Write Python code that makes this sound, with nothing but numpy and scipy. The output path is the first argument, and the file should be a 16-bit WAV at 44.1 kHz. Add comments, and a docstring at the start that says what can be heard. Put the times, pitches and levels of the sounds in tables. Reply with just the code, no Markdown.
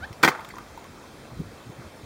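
"""A sheet of ice shatters on the frozen shallows of a lake, after squeaking out of wet fingers.
Brittle fracture radiates bursts of clicks and excites the bending modes of the sheet. Shards tick
and ring on the ice, crumbs patter, and bubbles resonate in a small splash. The shore scatters back
a weak tail. A steady open-air wash lies underneath, and wind eddies bump the microphone."""
import sys
import numpy as np
from scipy import signal
from scipy.io import wavfile
from scipy.ndimage import uniform_filter1d

SR = 44100
rng = np.random.default_rng(int(sys.argv[2]) if len(sys.argv) > 2 else 0)


def file_out(sig):
    """Save sig as 16-bit WAV at sys.argv[1]."""
    # one column per channel
    cols = np.atleast_2d(sig).T
    # limit, then scale
    lim = np.clip(cols, -1, 1)
    pcm = np.round(lim * 32767).astype(np.int16)
    wavfile.write(sys.argv[1], SR, pcm)


N = 90404


def amp(db):
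    """Amplitude ratio of a level in decibels."""
    return 10 ** (np.asarray(db) / 20)


def unit(x):
    """Normalisation to rms 1."""
    return x / np.sqrt(np.mean(x ** 2) + 1e-20)


def decay(t, t60):
    """Exponential damping: 60 dB down after t60 seconds."""
    return np.exp(-np.log(1000) * t / t60)


def read(points, hz):
    """Interpolation of a table on a logarithmic frequency axis."""
    f, value = np.transpose(points)
    return np.interp(np.log(hz + 1), np.log(f + 1), value)


def add(mix, start, sound):
    """Superposition of a sound from a start time in seconds."""
    part = mix[max(round(start * SR), 0):][:len(sound)]
    part += sound[:len(part)]


def minimum_phase(x, curve_db, size=4096):
    """Causal filter of unit mean power; its phase is the Hilbert transform of its log gain."""
    log_gain = np.log(amp(curve_db(abs(np.fft.fftfreq(size, 1 / SR)))))
    taps = np.fft.ifft(np.exp(np.conj(signal.hilbert(log_gain)))).real[:size // 2]
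    return signal.oaconvolve(x, taps / np.linalg.norm(taps))[:len(x)]


def colour(x, spectrum):
    """Source-filter model: an excitation takes on a tabulated spectrum, at rms 1."""
    return unit(minimum_phase(x, lambda hz: read(spectrum, hz)))


def clicks(per_s, spread_db, size):
    """Shot noise: independent impulses of uneven strength, at rms 1."""
    chance, sign, draw = rng.random((3, size))
    strength = amp(-spread_db * np.log(draw + np.exp(-4)))
    return unit((chance < per_s / SR) * np.sign(sign - .5) * strength)


def wobble(size, span):
    """Low-pass fluctuation: noise averaged twice over span samples, at rms 1."""
    return unit(uniform_filter1d(uniform_filter1d(rng.standard_normal(size), span), span))


def burst(spectrum, hold_s, t60, attack_s=0.00027, size=8192):
    """Acoustic emission: a run of tiny fractures starts sharply, holds and dies."""
    t = np.arange(size) / SR
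    envelope = np.minimum(t / attack_s, 1) * decay(np.maximum(t - hold_s, 0), t60)
    fractures = envelope * clicks(per_s=9000, spread_db=3, size=size)
    return colour(fractures, spectrum) * np.sqrt(np.mean(envelope ** 2))


def ring(hz, t60, chirp=0, attack_s=0):
    """Damped oscillation of one mode; a positive chirp raises its pitch."""
    t = np.arange(12000) / SR
    onset = np.minimum(t / attack_s, 1) if attack_s else 1
    return onset * np.sin(2 * np.pi * hz * t * (1 + chirp * t)) * decay(t, t60)


# Spectrum of the open air: f/Hz, level/dB
AIR_SPECTRUM = [(20, -17), (40, -8), (75, -1.5), (150, -4.5), (290, -3.5), (480, -5), (800, -8.5),
                (1200, -10), (2000, -15), (3300, -19.5), (5000, -22.5), (8000, -26.5), (11000, -31),
                (15500, -34)]

def air(level_db=-46, patch_db=1.52):
    """Incoherent sources, distant wind and water, sum to a wash with faint drifting patches."""
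    hz = np.fft.rfftfreq(1024, 1 / SR)
    real, imag, patches = rng.standard_normal((3, len(hz), N // 256 + 5))
    patches = unit(uniform_filter1d(uniform_filter1d(patches, size=14, axis=0), size=10, axis=1))
    spectra = (real + 1j * imag) * amp(read(AIR_SPECTRUM, hz)[:, None] + patch_db * patches)
    return amp(level_db) * unit(signal.istft(spectra, nperseg=1024, noverlap=768)[1][:N])


# Eddies at the microphone: t/s, level/dB, f/Hz, half-width/s
EDDIES = [(0.017, -36, 69.4, 0.012), (.112, -36, 108, 0.009), (0.057, -44.5, 75, .02),
          (0.533, -51, 79.4, 0.015), (0.729, -47.5, 69.6, 0.048), (1.334, -38, 122, 0.022),
          (1.372, -36, 90, 0.0064), (1.405, -25, 155, 0.012), (1.407, -40.5, 66.3, 0.027),
          (1.451, -42, 99, 0.049), (1.674, -38.5, 116, 0.015), (1.7, -32, 138, 0.0077),
          (1.796, -39.5, 136, 0.02), (1.868, -41, 80.5, 0.017), (2.04, -34.5, 88, 0.0064)]
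# Spectrum of their turbulence: f/Hz, level/dB
TURBULENCE_SPECTRUM = [(30, -9), (70, 3.5), (200, 1.5), (360, -3.5), (550, -20), (1200, -46.5)]

def wind(turbulence_db=-9):
    """Pseudo-sound: each eddy bumps the microphone with uneven, turbulent swings of pressure."""
    t, out = np.arange(N) / SR, np.zeros(N)
    turbulence = amp(turbulence_db) * colour(rng.standard_normal(N), TURBULENCE_SPECTRUM)
    phase_drift = 0.14 * wobble(N, span=500)
    for centre, db, hz, width in EDDIES:
        swing = np.sin(2 * np.pi * (hz * (t - centre) + rng.random() + phase_drift))
        out += amp(db) * np.exp(-((t - centre) / width) ** 2) * (swing + turbulence)
    return out


# Harmonics of the squeak, from the fundamental up: level/dB
SQUEAK_HARMONICS = [-41, -31.5, -47.5, -48.5, -51, -56]

def squeak(start_hz=708, end_hz=900, glide_start_s=0.0158, glide_s=.036, peak_s=0.041, jitter=0.019):
    """Stick-slip friction on wet skin, speeding up as the sheet leaves the fingers."""
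    t = np.arange(N) / SR
    glide = np.clip((t - glide_start_s) / glide_s, 0, 1) ** 2
    hz = (start_hz + (end_hz - start_hz) * glide) * (1 + jitter * wobble(N, span=50))
    phase = 2 * np.pi * np.cumsum(hz) / SR
    width_s = np.where(t < peak_s, 0.018, 0.013)
    envelope = np.exp(-((t - peak_s) / width_s) ** 2)
    return envelope * sum(amp(db) * np.sin(k * phase) for k, db in enumerate(SQUEAK_HARMONICS, 1))


# Shard impacts: t/s, ring level/dB, f/Hz, T60/s, tick level/dB
SHARD_IMPACTS = [(.128, -46.5, 5540, 0.037, -40), (0.3149, -31.5, 1400, 0.064, -48),
                 (0.3485, -25, 1170, .04, -50), (0.359, -35, 1480, 0.034, -54),
                 (0.389, -35, 896, 0.059, -60), (.393, -36, 2120, 0.03, -55),
                 (0.407, -37, 1225, 0.035, -41.5), (0.4469, -36, 3190, .02, -39.5),
                 (0.4886, -39.5, 8540, 0.017, -40), (0.5013, -36, 2043, .035, -56),
                 (.5058, -45, 4520, 0.05, -47), (.538, -41, 1004, 0.097, -57),
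                 (0.555, -44, 6540, 0.016, -50), (.566, -34.5, 1013, 0.042, -51),
                 (0.5829, -36, 1197, 0.047, -38.5), (.5845, -46, 6480, 0.018, -58),
                 (0.7757, -56, 2450, 0.016, -46.5), (.7927, -49, 4360, 0.025, -57),
                 (0.8415, -60, 3570, 0.022, -45.5)]
# Modes of a shard: frequency ratio, level/dB
SHARD_OVERTONES = [(1, 3), (0.92, -5.5), (1.6, -9), (.74, -6.5)]
# Spectrum of a contact tick: f/Hz, level/dB
TICK_SPECTRUM = [(500, -17), (2000, 15), (5000, 1), (9000, -8), (15000, 0)]

def shards():
    """Impact excitation: loose pieces tick on the ice and ring briefly as they chatter."""
    out = np.zeros(N)
    for start, ring_db, hz, t60, tick_db in SHARD_IMPACTS:
        add(out, start, amp(tick_db) * burst(TICK_SPECTRUM, hold_s=0, t60=0.025))
        for ratio, mode_db in SHARD_OVERTONES:
            tone = ring(min(hz * ratio, SR / 2), t60, attack_s=0.0012)
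            chatter = unit(1 + wobble(len(tone), span=70))
            add(out, start + rng.random() * .001, amp(ring_db + mode_db) * tone * chatter)
    return out


# Blows of the sheet and its halves: t/s, hold/s, thud level/dB, crack level/dB, crackle level/dB
SHEET_BLOWS = [(0.2296, 0.0018, -25, -21.5, -21.5), (0.2331, 0.0055, -26, -11.5, -23.5),
               (0.2457, 0.0035, -19.5, -12, -20), (0.261, 0.0022, -29, -23, -32.5),
               (0.2768, 0.00076, -24, -10.5, -26), (0.2816, 0.0048, -24, -17, -27.5)]
# Low, middle and high spectra of a blow: f/Hz, level/dB
THUD_SPECTRUM = [(40, -45), (60, -28), (95, -19), (150, -3.5), (250, -1), (335, 3), (440, -7), (600, -11),
                 (1500, -64)]
CRACK_SPECTRUM = [(50, -57), (200, -27), (560, -10), (720, -1.5), (1000, 0.5), (1350, 1.5), (1650, -6.5),
                  (1950, -0.5), (2400, -5.5), (3000, -15), (4200, -30), (8000, -53.5)]
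CRACKLE_SPECTRUM = [(100, -50), (1200, -23.5), (3200, 4), (3750, -3), (4300, 1.5), (5400, -3.5), (7000, -7),
                    (9000, -10.5), (10500, -15.5), (13000, -11.5), (15500, -10)]
# Bending modes of the sheet: f/Hz, level/dB, T60/s
SHEET_MODES = [(334, -20, 0.17), (501, -27, 0.29), (710, -26, 0.053), (970, -51, 0.074), (1168, -20, 0.076),
               (1288, -26.5, 0.12), (1370, -26, 0.098), (1526, -14.5, 0.14), (1750, -50, .08),
               (1850, -16, 0.13), (2030, -28, 0.13), (2343, -14.5, 0.046), (2730, -42, 0.067),
               (3480, -30.5, 0.099)]

def crash(struck_s=.233, scatter_s=0.001987):
    """Brittle fracture: each blow thuds, cracks and crackles; the sheet rings in free vibration."""
    out = np.zeros(N)
    for start, hold_s, thud_db, crack_db, crackle_db in SHEET_BLOWS:
        thud = amp(thud_db) * burst(THUD_SPECTRUM, hold_s, t60=.055)
        crack = amp(crack_db) * burst(CRACK_SPECTRUM, hold_s, t60=0.032)
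        crackle = amp(crackle_db) * burst(CRACKLE_SPECTRUM, hold_s, t60=0.063)
        add(out, start, thud + crack + crackle)
    for hz, db, t60 in SHEET_MODES:
        add(out, struck_s + rng.random() * scatter_s, amp(db) * ring(hz, t60, attack_s=0.0023))
    return out


# Spectrum of falling crumbs and spray: f/Hz, level/dB
DEBRIS_SPECTRUM = [(50, -45), (200, -17), (600, -6), (900, 3.5), (1300, 0), (2200, -16), (3200, -18),
                   (6000, -25), (15000, -33)]

def debris(start_s=.29, level_db=-40, fall_db_per_s=63):
    """Shot noise of many small impacts: crumbs and spray patter down and die away."""
    t = np.arange(N) / SR - start_s
    patter = colour(clicks(per_s=1800, spread_db=2.5, size=N), DEBRIS_SPECTRUM)
    return patter * (t > 0) * amp(level_db - fall_db_per_s * t)


# Lone bubbles where water closes over shards: t/s, level/dB, f/Hz
PLOPS = [(.776, -32, 922), (.849, -40, 1098), (1.04, -41, 1025)]

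def bubbles(splash_s=.3, spread_s=.3, low_hz=733, high_hz=2125, fall_db_per_s=45, t60=0.032, chirp=0.52):
    """Minnaert resonance of trapped air: a gurgling swarm, then lone plops, all rising in pitch."""
    out = np.zeros(N)
    for when, pitch, strength in rng.random((45, 3)):
        delay = spread_s * when ** 2
        hz = low_hz * (high_hz / low_hz) ** pitch
        gain = strength * amp(-34.5 - fall_db_per_s * delay)
        add(out, splash_s + delay, gain * ring(hz, t60, chirp))
    for start, db, hz in PLOPS:
        add(out, start, amp(db) * ring(hz, t60=0.058, chirp=chirp))
    return out


# Reverberation time of the shore: f/Hz, T60/s
SHORE_DECAY = [(150, 0.27), (500, 0.47), (1100, 0.42), (2500, 0.31), (6000, 0.3), (15000, 0.11)]

def shore(x, level_db=-18.5):
    """Diffuse scattering: rocks and ice return a weak tail, each band dying at its own rate."""
    reflections = clicks(per_s=4000, spread_db=1.2, size=SR)
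    hz, t, spectra = signal.stft(reflections, SR, nperseg=256)
    tail = signal.istft(spectra * decay(t, read(SHORE_DECAY, hz)[:, None]), SR, nperseg=256)[1]
    return amp(level_db) * signal.fftconvolve(x, tail / np.linalg.norm(tail))[:N]


def scene():
    """Superposition of the ice and bubbles, their echo, the debris and the open air."""
    direct = squeak() + crash() + shards() + bubbles()
    return (direct + shore(direct) + debris() + wind() + air())[None]


# Narrow dips in the microphone's response: f/Hz, half-width/Hz, level/dB
MICROPHONE_DIPS = [(2887, 103, -12), (7850, 140, -4), (11680, 365, -13)]

def record(dry, low_cut_hz=34, high_cut_hz=15880, knee=0.55, headroom=.25):
    """Transduction: an uneven, band-limited microphone saturates softly above the knee."""
    def response_db(hz):
        return sum(db * np.exp(-((hz - centre) / width) ** 2) for centre, width, db in MICROPHONE_DIPS)

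    heard = minimum_phase(dry[0], response_db)
    heard = signal.sosfilt(signal.butter(2, low_cut_hz, "highpass", fs=SR, output="sos"), heard)
    excess = np.maximum(abs(heard) - knee, 0)
    heard += np.sign(heard) * (headroom * np.tanh(excess / headroom) - excess)
    low_pass = signal.firwin(511, high_cut_hz, window=("kaiser", 9), fs=SR)
    return signal.oaconvolve(heard, low_pass, "same")[None]


dry = scene()
out = record(dry)
file_out(out)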